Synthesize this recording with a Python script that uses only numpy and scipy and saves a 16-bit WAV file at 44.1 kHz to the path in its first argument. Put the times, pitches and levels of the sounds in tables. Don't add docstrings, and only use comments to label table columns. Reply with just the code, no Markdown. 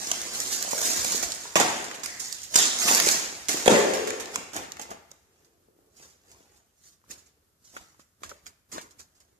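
import sys
import numpy as np
from scipy import signal
from scipy.fft import rfft, irfft, next_fast_len
from scipy.io import wavfile
from scipy.ndimage import uniform_filter1d, map_coordinates

SR = 44100
rng = np.random.default_rng(int(sys.argv[2]) if len(sys.argv) > 2 else 0)


def output_pcm(signal):
    pcm = np.clip(np.atleast_2d(signal).T, -1, 1) * 32767
    wavfile.write(sys.argv[1], SR, np.round(pcm).astype(np.int16))


def rack_gain(trim_db):
    fader = np.asarray(trim_db, float)
    return 10 ** (fader / 20)


N = 414091
SIZE = next_fast_len(N + SR)
SHORT = 2 ** 15
BURST = 8000

# frequency in Hz, level in dB per Hz.
CRISP = [(1760, -43.5), (2600, -17.5), (3300, -11.5), (4200, -6), (4990, -3), (6210, -1.5), (6840, 0),
         (9070, -10.5), (14000, -18), (14550, -17.5), (15200, -46.5)]
# frequency in Hz, level in dB per Hz.
MIDDLE = [(590, -30.5), (1000, -3), (1520, -1.5), (1810, 0), (3300, -5), (4000, -9.5), (5200, -22),
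          (8800, -120)]
# frequency in Hz, level in dB per Hz.
BODY = [(29, -43.5), (50, -29), (115, -11.5), (253, -2.5), (361, -3), (531, -2.5), (586, -6), (686, -0.5),
        (938, -6.5), (1500, -19.5), (1950, -46), (3300, -120)]
# time in seconds, level of the top register in dB.
FACING = [(0, -1.5), (.8, 3.5), (1.3, 0.5), (1.8, -3.5), (2.52, 0.5), (2.62, -8), (2.73, -13.5), (2.8, 0.5),
          (2.97, 5), (3.02, 1), (3.2, 1), (3.28, -3), (3.55, 3), (3.72, -1.5), (3.8, -6), (3.95, -1.5),
          (4.6, 1), (9.39, -1.5)]


def paper():
    crisp, middle, body = rustle()
    crisp_snaps, middle_snaps = snaps()
    crisp = crisp + crisp_snaps
    beam_hz = 11000
    top = signal.sosfilt(signal.butter(4, beam_hz, "high", fs=SR, output="sos"), crisp)
    rest = signal.sosfilt(signal.butter(4, beam_hz, "low", fs=SR, output="sos"), crisp)
    bright = colour(rest + top * rack_gain(in_time(FACING)[0]), CRISP)
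    return bright + colour(middle + middle_snaps, MIDDLE) + colour(body, BODY)


# time in seconds, room sound in dB against direct sound, grains per second.
DISTANCE = [(0, -7.5, 3060), (3.2, -9, 2300), (3.45, -5.5, 2300), (4.2, -5, 2830), (4.6, -10.5, 3000),
            (5.2, -11, 3900), (9.39, -23.5, 4430)]


def rustle():
    shake = grains(in_time(DISTANCE)[1], spread_db=4.0, clump_db=3.0) + 0.8 * rng.standard_normal(N)
    shake = shake * rack_gain(-3)
    turned = np.abs(shake) * np.sign(shake[::-1])
    crisp = shake * effort(shift_db=0, follows=0, lingers=0.8)
    middle = turned * effort(shift_db=-4, follows=0.57, lingers=0.92)
    body = shake * effort(shift_db=0, follows=0.92, lingers=0.94)
    return crisp, middle, body


# peak time in seconds, crisp rustle in dB,
# rise in seconds, fade in seconds, weight (body in dB against crisp).
GRIPS = [(0.0, -34.5, .5, 2.2, -9), (.34, -34.5, 0.036, 2.5, -12.5), (.53, -35.5, 0.55, 0.96, -15.5),
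         (.86, -26, 0.33, 1.2, -12), (1.12, -30, 0.24, 0.41, -11), (1.56, -26, 0.0055, 0.63, 0.5),
         (2.037, -38, 0.0066, 0.64, -17.5), (2.2, -35, 0.007, 0.59, -18.5), (2.34, -46, .08, 0.88, -18.5),
         (2.58, -17.5, 0.068, 0.4, -15), (2.8, -27.5, 0.033, 1.1, -13.5), (2.9, -20.5, 0.19, 0.55, -9.5),
         (3.09, -23.5, 0.34, 0.4, -8.5), (3.49, -27.5, .005, 0.57, -8), (3.704, -25, .03, 0.51, -0.5),
         (3.94, -40.5, 0.034, 0.89, 4), (4.357, -35.5, 0.067, 0.043, -8), (4.39, -54.5, .1, 0.62, -8.5),
         (4.561, -41, 0.054, 0.3, 5.5), (4.8, -47.5, 0.048, 0.23, 4.5), (4.91, -59, 0.043, 0.15, 21)]
# peak time in seconds, crisp rustle in dB,
# rise in seconds, fade in seconds, weight (body in dB against crisp).
TURNS = [(5.4, -73.5, .6, .8, 2.5), (6.03, -53.5, 0.15, 0.29, -6.5), (6.31, -63, 0.18, 0.77, -0.5),
         (6.561, -68.5, .3, 0.16, 0.5), (6.88, -54.5, 0.16, 0.13, -20.5), (7.05, -75, 0.051, 0.19, 0),
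         (7.11, -37.5, 0.018, 0.087, -13.5), (7.16, -62, 0.056, 0.22, 0), (7.27, -66, 0.047, 0.099, -7),
         (7.678, -58.5, 0.095, 0.71, -18), (7.762, -52, 0.093, 0.28, -4), (8.236, -49.5, 0.015, 0.27, -1.5),
         (8.465, -54.5, .016, 0.13, -4), (8.724, -40.5, .01, 0.23, -8), (8.998, -46, 0.016, 0.087, -11.5),
         (9.2, -74, 0.55, 1.1, 1)]


def effort(shift_db, follows, lingers):
    t, power = np.arange(0, N + 64, 64) / SR, 1e-14
    for s, db, rise, fade, weight_db in GRIPS + TURNS:
        level_db = db + shift_db + follows * weight_db + swell_db(t, s, rise, fade * lingers)
        power = power + rack_gain(level_db) ** 2
    return np.interp(np.arange(N) / SR, t, np.sqrt(power))


# time in seconds, peak in dB, middle in dB against the peak.
TICKS = [(.1149, -4.5, -17), (.216, -15.5, -32), (.402, -12.5, -20.5), (.6258, -16, -23),
         (.6894, -20.5, -27.5), (.8153, -14.5, -28), (1.046, -14.5, -16.5), (1.3193, -14, -24.5),
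         (1.3472, -22, -27), (1.9129, -26.5, -5.5), (2.0596, -14.5, -16.5), (2.284, -26, -24),
         (2.3262, -14.5, -38.5), (2.3454, -23.5, -20.5), (2.4186, -30, -30), (2.557, 0, -16.5),
         (2.9481, -2, -27), (3.0003, -3.5, -14.5), (3.0879, -6, -15), (3.1443, -16, -24.5),
         (3.6784, -3.5, -1.5), (4.105, -19, -8), (4.2572, -24.5, -30), (4.358, -11, -14.5),
         (4.7196, -23, -21), (4.7693, -34.5, -6.5), (4.796, -26, -14), (5.115, -30.5, -18)]
# time in seconds, peak in dB, middle in dB against the peak.
SNAPS = [(0.7098, -15.5, -18), (1.121, -17, -33), (1.152, -12, -44), (1.2282, -12.5, -18.5),
         (1.45, -36, -7.5), (1.556, -7, -6), (1.6, -7.5, -10), (1.843, -22.5, -23.5), (1.943, -25.5, -11.5),
         (2.034, -17.5, -15.5), (2.196, -21.5, -41), (2.432, -23, -27.5), (2.818, -13, -13.5),
         (2.8781, -9, -9.5), (2.971, -11, -10), (3.0636, -10, -14), (3.1125, -7, -26.5), (3.4848, -11, -17),
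         (3.6592, -10.5, -11), (3.936, -15, -12.5), (4.0742, -20.5, -8), (4.1994, -20.5, -11.5),
         (4.5338, -25, -13), (4.564, -23, -7.5), (4.8142, -24.5, -17.5), (4.905, -29, -10.5)]
# time in seconds, peak in dB, middle in dB against the peak.
FLICKS = [(5.4471, -45, -19), (6.3159, -37, -21), (7.1097, -36, -11), (7.767, -32, -7.5),
          (8.234, -29, -7.5), (8.2935, -27.5, -13), (8.4662, -28.5, -14), (8.717, -29.5, -19),
          (8.734, -30.5, -31.5), (8.781, -30, -2.5), (8.8128, -26.5, -18), (8.9085, -38.5, -20),
          (8.993, -34.5, -23), (9.203, -40.5, -18.5)]
# time in seconds, peak in dB, sometimes middle in dB against it.
SLIDES = [(.5197, -19.5), (5.9612, -49.5), (6.0227, -51, -21), (6.089, -54, -17), (6.5594, -54.5),
          (6.8326, -56, -18.5), (6.92, -56.5), (7.1777, -48), (7.2564, -56), (7.642, -49.5),
          (7.9914, -50.5, -15), (9.1488, -57.5)]
# time in seconds, peak in dB.
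LEAD_INS = [(2.54, -18.5), (4.343, -35), (5.104, -54.5), (6.297, -55), (7.088, -55), (8.218, -54),
            (8.457, -45.5), (8.983, -54)]
# time in seconds, peak in dB.
CRACKS = [(2.5603, 1), (2.566, -11), (2.787, -13.5), (2.9134, -9.5), (3.4899, -18)]
# share of sudden crack from 0 to 1, seconds to die by 60 dB,
# left against right in dB, usual middle in dB against the peak.
KINDS = [
    (0.82, 0.018, -2, -20),
    (0.67, 0.084, -3.5, -15),
    (0.79, 0.078, -1.5, -15),
    (0.19, 0.13, -1.5, -24.5),
    (.08, 0.047, -1, -14),
    (0.67, 0.017, -0.5, -18.5),
]
# time in seconds, peak in dB.
POPS = [(.2678, -21.5), (.6262, -6.5), (.7114, -14), (.7186, -17), (.7797, -16.5), (.8168, -11),
        (.8528, -9.5), (.916, -11.5), (1.2377, -14.5), (1.3257, -24.5), (1.601, -7.5), (1.9969, -28.5),
        (2.039, -22.5), (2.2014, -17.5), (2.2091, -22.5), (2.3225, -20.5), (2.3517, -21), (2.4395, -23),
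        (2.8006, -13), (2.892, -5), (3.023, -9), (3.036, -9), (3.2019, -17), (3.9367, -13), (4.0737, -16),
        (4.546, -21), (4.5649, -11), (4.8162, -24)]


def snaps():
    crisp, middle = np.zeros((2, 2, N + BURST))
    t = np.arange(BURST) / SR
    tables = [TICKS, SNAPS, FLICKS, SLIDES, LEAD_INS, CRACKS]
    for table, (crack, t60, pan_db, usual_db) in zip(tables, KINDS):
        flurry = (1 - np.exp(-t / (0.07 * t60))) * rack_gain(-60 * t / t60)
        shape = (1 - crack) * flurry / flurry.max() + 1.3 * crack * rack_gain(-60 * t / 0.0057)
        step = 2.0 * crack * (t == 0)
        pan = rack_gain([[1.5 * pan_db], [-0.4 * (pan_db + 1.5)]])
        for row in table:
            s, db, middle_db = (*row, usual_db)[:3]
            noise = rng.standard_normal(BURST)
            force = shape * np.array([noise, noise[::-1]]) + step
            burst = rack_gain(db - 6.5) * force[:, None] * pan
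            i = round(s * SR)
            crisp[:, i:i + BURST] += burst[0]
            middle[:, i:i + BURST] += burst[1] * rack_gain(middle_db + 10.0)
    for s, db in POPS:
        crisp[:, round(s * SR)] += rack_gain(db + np.array([-3.0, 3.0]))
        middle[:, round(s * SR)] += rack_gain(db - 13.5)
    return crisp[:, :N], middle[:, :N]


# time in seconds, peak in dB, pitch in Hz.
THUMPS = [(0.115, -31, 656), (.396, -36.5, 542.4), (.648, -31.5, 670), (.678, -29.5, 660),
          (.732, -20.5, 553), (.779, -29, 1440), (1.048, -28, 738), (1.146, -26, 460), (1.23, -25.5, 670),
          (1.455, -31.5, 950), (1.558, -11, 677), (1.5995, -16.5, 791), (1.65, -21, 744),
          (2.555, -27.5, 240), (2.853, -29, 258), (2.911, -20, 600), (3.041, -29, 328), (3.069, -20.5, 403),
          (3.491, -28, 413), (3.544, -26.5, 350), (3.662, -14, 579.3), (3.678, -3, 463.6),
          (4.357, -45, 760), (4.536, -36, 783), (4.566, -32, 740), (4.795, -31, 734), (4.914, -33, 774)]
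# time in seconds, peak in dB, pitch in Hz.
TAPS = [(5.685, -58, 398), (5.789, -55.5, 413.6), (6.406, -54, 383), (7.1, -46.5, 288), (7.766, -28, 1235),
        (7.994, -49, 349), (8.234, -33, 1236), (8.315, -35.5, 1260), (8.739, -42, 307), (8.781, -29, 640),
        (5.117, -50, 503), (7.74, -54, 487), (7.946, -58.5, 1052), (7.996, -50, 1175), (8.219, -47, 370),
        (8.316, -41, 686), (8.756, -41, 1250), (8.994, -62, 291), (7.016, -63, 1304), (7.04, -58, 1098),
        (7.063, -61, 1400), (6.0, -49, 500), (3.6954, -23, 475), (3.702, -15, 397), (1.605, -18, 660),
        (1.612, -16, 744)]


def thumps():
    out, t = np.zeros(N + BURST), np.arange(BURST) / SR
    for table, t60 in [(THUMPS, 0.016), (TAPS, 0.009)]:
        for s, db, hz in table:
            ratios = [0.5, 1, 1.5] * rack_gain(0.39 * rng.standard_normal(3))
            modes = rack_gain([-12, 0, -10]) @ np.sin(2 * np.pi * hz * np.outer(ratios, t))
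            swell = (1 - np.exp(-t * hz * 4)) * rack_gain(-60 * t / t60)
            i = round(s * SR)
            out[i:i + BURST] -= rack_gain(db + 4.5) * modes * swell / swell.max()
    return signal.sosfilt(signal.butter(3, 150, "high", fs=SR, output="sos"), out[:N])


# peak time in seconds,
# level in dB, rise in seconds, fade in seconds, pitch in Hz.
POCKETS = [(0.748, -42.5, 0.033, .5, 526), (1.458, -53, .006, 0.034, 950), (1.564, -26, .008, 0.24, 880),
           (2.09, -44, 0.092, 0.41, 1850), (2.382, -46, .03, 0.033, 2920), (2.445, -51, 0.044, 0.082, 3050),
           (3.74, -26, 0.042, 0.18, 1900), (8.24, -49, .008, 0.048, 1500), (1.0, -50, .1, 0.089, 66),
           (1.248, -55, .2, 0.11, 63.8), (4.58, -53, .05, 0.12, 68), (7.79, -61, 0.046, 0.08, 65),
           (8.25, -63, 0.036, .15, 68.3), (8.761, -68, 0.041, 0.18, 68), (2.58, -27, 0.017, 0.33, 3480),
           (2.881, -24.5, .01, .06, 2800), (2.916, -27, .005, .04, 1500), (2.557, -33.5, 0.054, 0.12, 577),
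           (3.715, -19, 0.051, 0.6, 420), (3.702, -22.5, 0.02, 0.28, 245), (4.38, -44, 0.11, 0.11, 258),
           (5.46, -70.5, .8, 0.82, 400), (5.9, -67.5, 0.61, .5, 390), (6.4, -71, 0.45, 0.56, 401),
           (7.38, -75, .6, .5, 399.7), (7.769, -48, .03, 0.07, 948), (8.32, -52, .04, 0.07, 504),
           (8.745, -48.5, .02, 0.23, 334), (8.76, -43, 0.03, 0.15, 1010), (9.37, -76, 0.45, .4, 400)]


def pockets():
    out, t = np.zeros(N), np.arange(N) / SR
    sharpness = 1.7
    flutter = 0.74 * grains(400, spread_db=2.5, clump_db=2.0) + 0.7 * rng.standard_normal(N)
    for s, db, rise, fade, hz in POCKETS:
        near = slice(max(0, int((s - 2 * rise) * SR)), int((s + 2 * fade) * SR))
        b, a = signal.iirpeak(hz, sharpness * (hz / 450) ** 0.4, fs=SR)
        force = flutter[near] * rack_gain(db + swell_db(t[near], s, rise, fade))
        force = force * np.sqrt(sharpness * SR / hz)
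        out[near] += signal.lfilter(b, a, signal.lfilter(b, a, force))
    return out


def swell_db(t, s, rise, fade):
    return -30 * np.maximum((s - t) / rise, (t - s) / fade)


def grains(per_s, spread_db, clump_db):
    slow = uniform_filter1d(rng.standard_normal(N), size=256) * 16
    born = rng.random(N) < per_s * rack_gain(clump_db * slow) / SR
    sizes = rack_gain(spread_db * np.minimum(rng.exponential(1, N), 4))
    x = born * sizes * rng.choice([-1, 1], N)
    return x / np.sqrt(np.mean(x ** 2))


def tabletop(x):
    hop, left_lag_s = 1024, 0.00027
    sway = uniform_filter1d(uniform_filter1d(rng.standard_normal(N), size=6000), size=6000) * 95
    late = map_coordinates(x[0], [np.arange(N) - SR * left_lag_s * (1 + 0.35 * sway)], order=3)
    out = np.stack([0.42 * late, x[1]])
    starts, t = np.arange(0, N - 4 * hop, hop), np.arange(hop) / SR
    window = np.sin(np.pi * np.arange(2 * hop) / (2 * hop))
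    pieces = x[:, starts[:, None] + np.arange(2 * hop)] * window
    paths = rng.standard_normal((2, len(starts), hop)) * rack_gain(-60 * t / 0.025)
    paths *= rack_gain([[[-19]], [[-28]]])
    paths -= uniform_filter1d(paths, size=40)
    scattered = irfft(rfft(pieces, 4 * hop) * rfft(paths, 4 * hop), 4 * hop)
    for k, i in enumerate(starts):
        out[:, i:i + 4 * hop] += scattered[:, k]
    return out


def room(x):
    turn = 2 * np.pi * 1.3 * np.arange(N) / SR
    return through(x * np.cos(turn), walls()) + through(x * np.sin(turn), walls())


# frequency in Hz, seconds to die by 60 dB.
ROOM_T60 = [(150, 0.11), (500, 0.48), (1800, 0.95), (6000, 0.59), (14000, 0.24)]


def walls():
    t, noise, tail = np.arange(SR) / SR, diffuse_noise(SR), 0
    for k, (_, t60) in enumerate(ROOM_T60):
        share = at_hz([(hz, j == k) for j, (hz, _) in enumerate(ROOM_T60)], SR)
        tail = tail + irfft(noise * share, SR) * rack_gain(-60 * t / t60)
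    tail = tail * np.clip((t - 0.012) / 0.0016, 0, 1)
    return tail / np.sqrt(np.sum(tail ** 2) / 2)


# frequency in Hz, left against right in dB.
PORTS = [(60, -4), (99, -5.5), (160, 6.5), (270, 7.5), (450, 5), (1220, 1), (3330, 3), (5500, 2.5),
         (9080, -4.5), (11600, -3.5), (13000, -13.5), (14300, -26.5)]
# ringing frequency in Hz, width in Hz, height in dB.
PORT_RING = (6850, 1900, 6.2)


def ports(x):
    hz, width, db = PORT_RING
    ring_db = db / (1 + (2 * (np.arange(SHORT // 2 + 1) * SR / SHORT - hz) / width) ** 2)
    lean_db = at_hz(PORTS, SHORT)
    left = causal(0.91 * lean_db - 0.58 * ring_db)
    right = causal(-0.3 * lean_db + 0.73 * ring_db)
    return through(x, [left, right])


# frequency in Hz, level in dB per Hz.
HUSH = [(15, -23.5), (32, -17), (45, -6), (74, 2), (125, -5), (289, -10), (433, -11.5), (945, -19),
        (1270, -14.5), (2300, -23.5), (4620, -21.5), (6920, -20), (8810, -21), (13900, -19.5),
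        (15500, -46.5)]


def hush(x):
    level_db = 10 * np.log10(uniform_filter1d(np.mean(x ** 2, axis=0), size=2600) + 1e-12)
    opening_db = np.clip(0.37 * (level_db + 70.0), 0, 15)
    flicker = uniform_filter1d(rng.standard_normal(N), size=2500) * 50
    noise = colour(irfft(diffuse_noise(SIZE), SIZE), HUSH)
    return rack_gain(-70.5 + opening_db + 0.84 * flicker) * noise


# frequency in Hz, likeness from 0 to 1.
LIKENESS = [(40, .55), (120, .92), (250, .85), (500, .45), (900, .02), (16000, .0)]


def diffuse_noise(size):
    mid, side = rfft(rng.standard_normal((2, size)))
    alike = np.clip(at_hz(LIKENESS, size), 0, 1)
    return np.sqrt((1 + alike) / 2) * mid + np.sqrt((1 - alike) / 2) * side * [[1], [-1]]


def in_time(rows):
    s, *columns = np.transpose(rows)
    return [np.interp(np.arange(N) / SR, s, c) for c in columns]


def at_hz(points, size):
    hz, value = np.transpose(points)
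    return np.interp(np.log(np.arange(size // 2 + 1) * SR / size + 1), np.log(hz), value)


def causal(db):
    cepstrum = irfft(db * np.log(10) / 20)
    cepstrum[1:SHORT // 2] *= 2
    cepstrum[SHORT // 2 + 1:] = 0
    return irfft(np.exp(rfft(cepstrum)))


def colour(x, spectrum):
    response = causal(np.maximum(at_hz(spectrum, SHORT), -70))
    return through(x, response / np.sqrt(np.sum(response ** 2)))


def through(x, response):
    return irfft(rfft(x, SIZE) * rfft(response, SIZE), SIZE)[..., :N]


def scene():
    sheet = paper()
    blows = thumps() + pockets()
    to_room = sheet.mean(0) + rack_gain(-1.5) * blows
    arriving = tabletop(sheet + blows) + room(to_room * rack_gain(in_time(DISTANCE)[0]))
    heard = ports(arriving)
    return heard + hush(heard)


def roll_off(x):
    return signal.sosfilt(signal.butter(12, 15700, fs=SR, output="sos"), x)


def record(dry):
    clipped = np.clip(dry, -0.9, 0.9)
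    cut = signal.sosfilt(signal.cheby2(10, 50, 15350, fs=SR, output="sos"), clipped)
    return roll_off(cut)


dry = scene()
out = record(dry)
output_pcm(out)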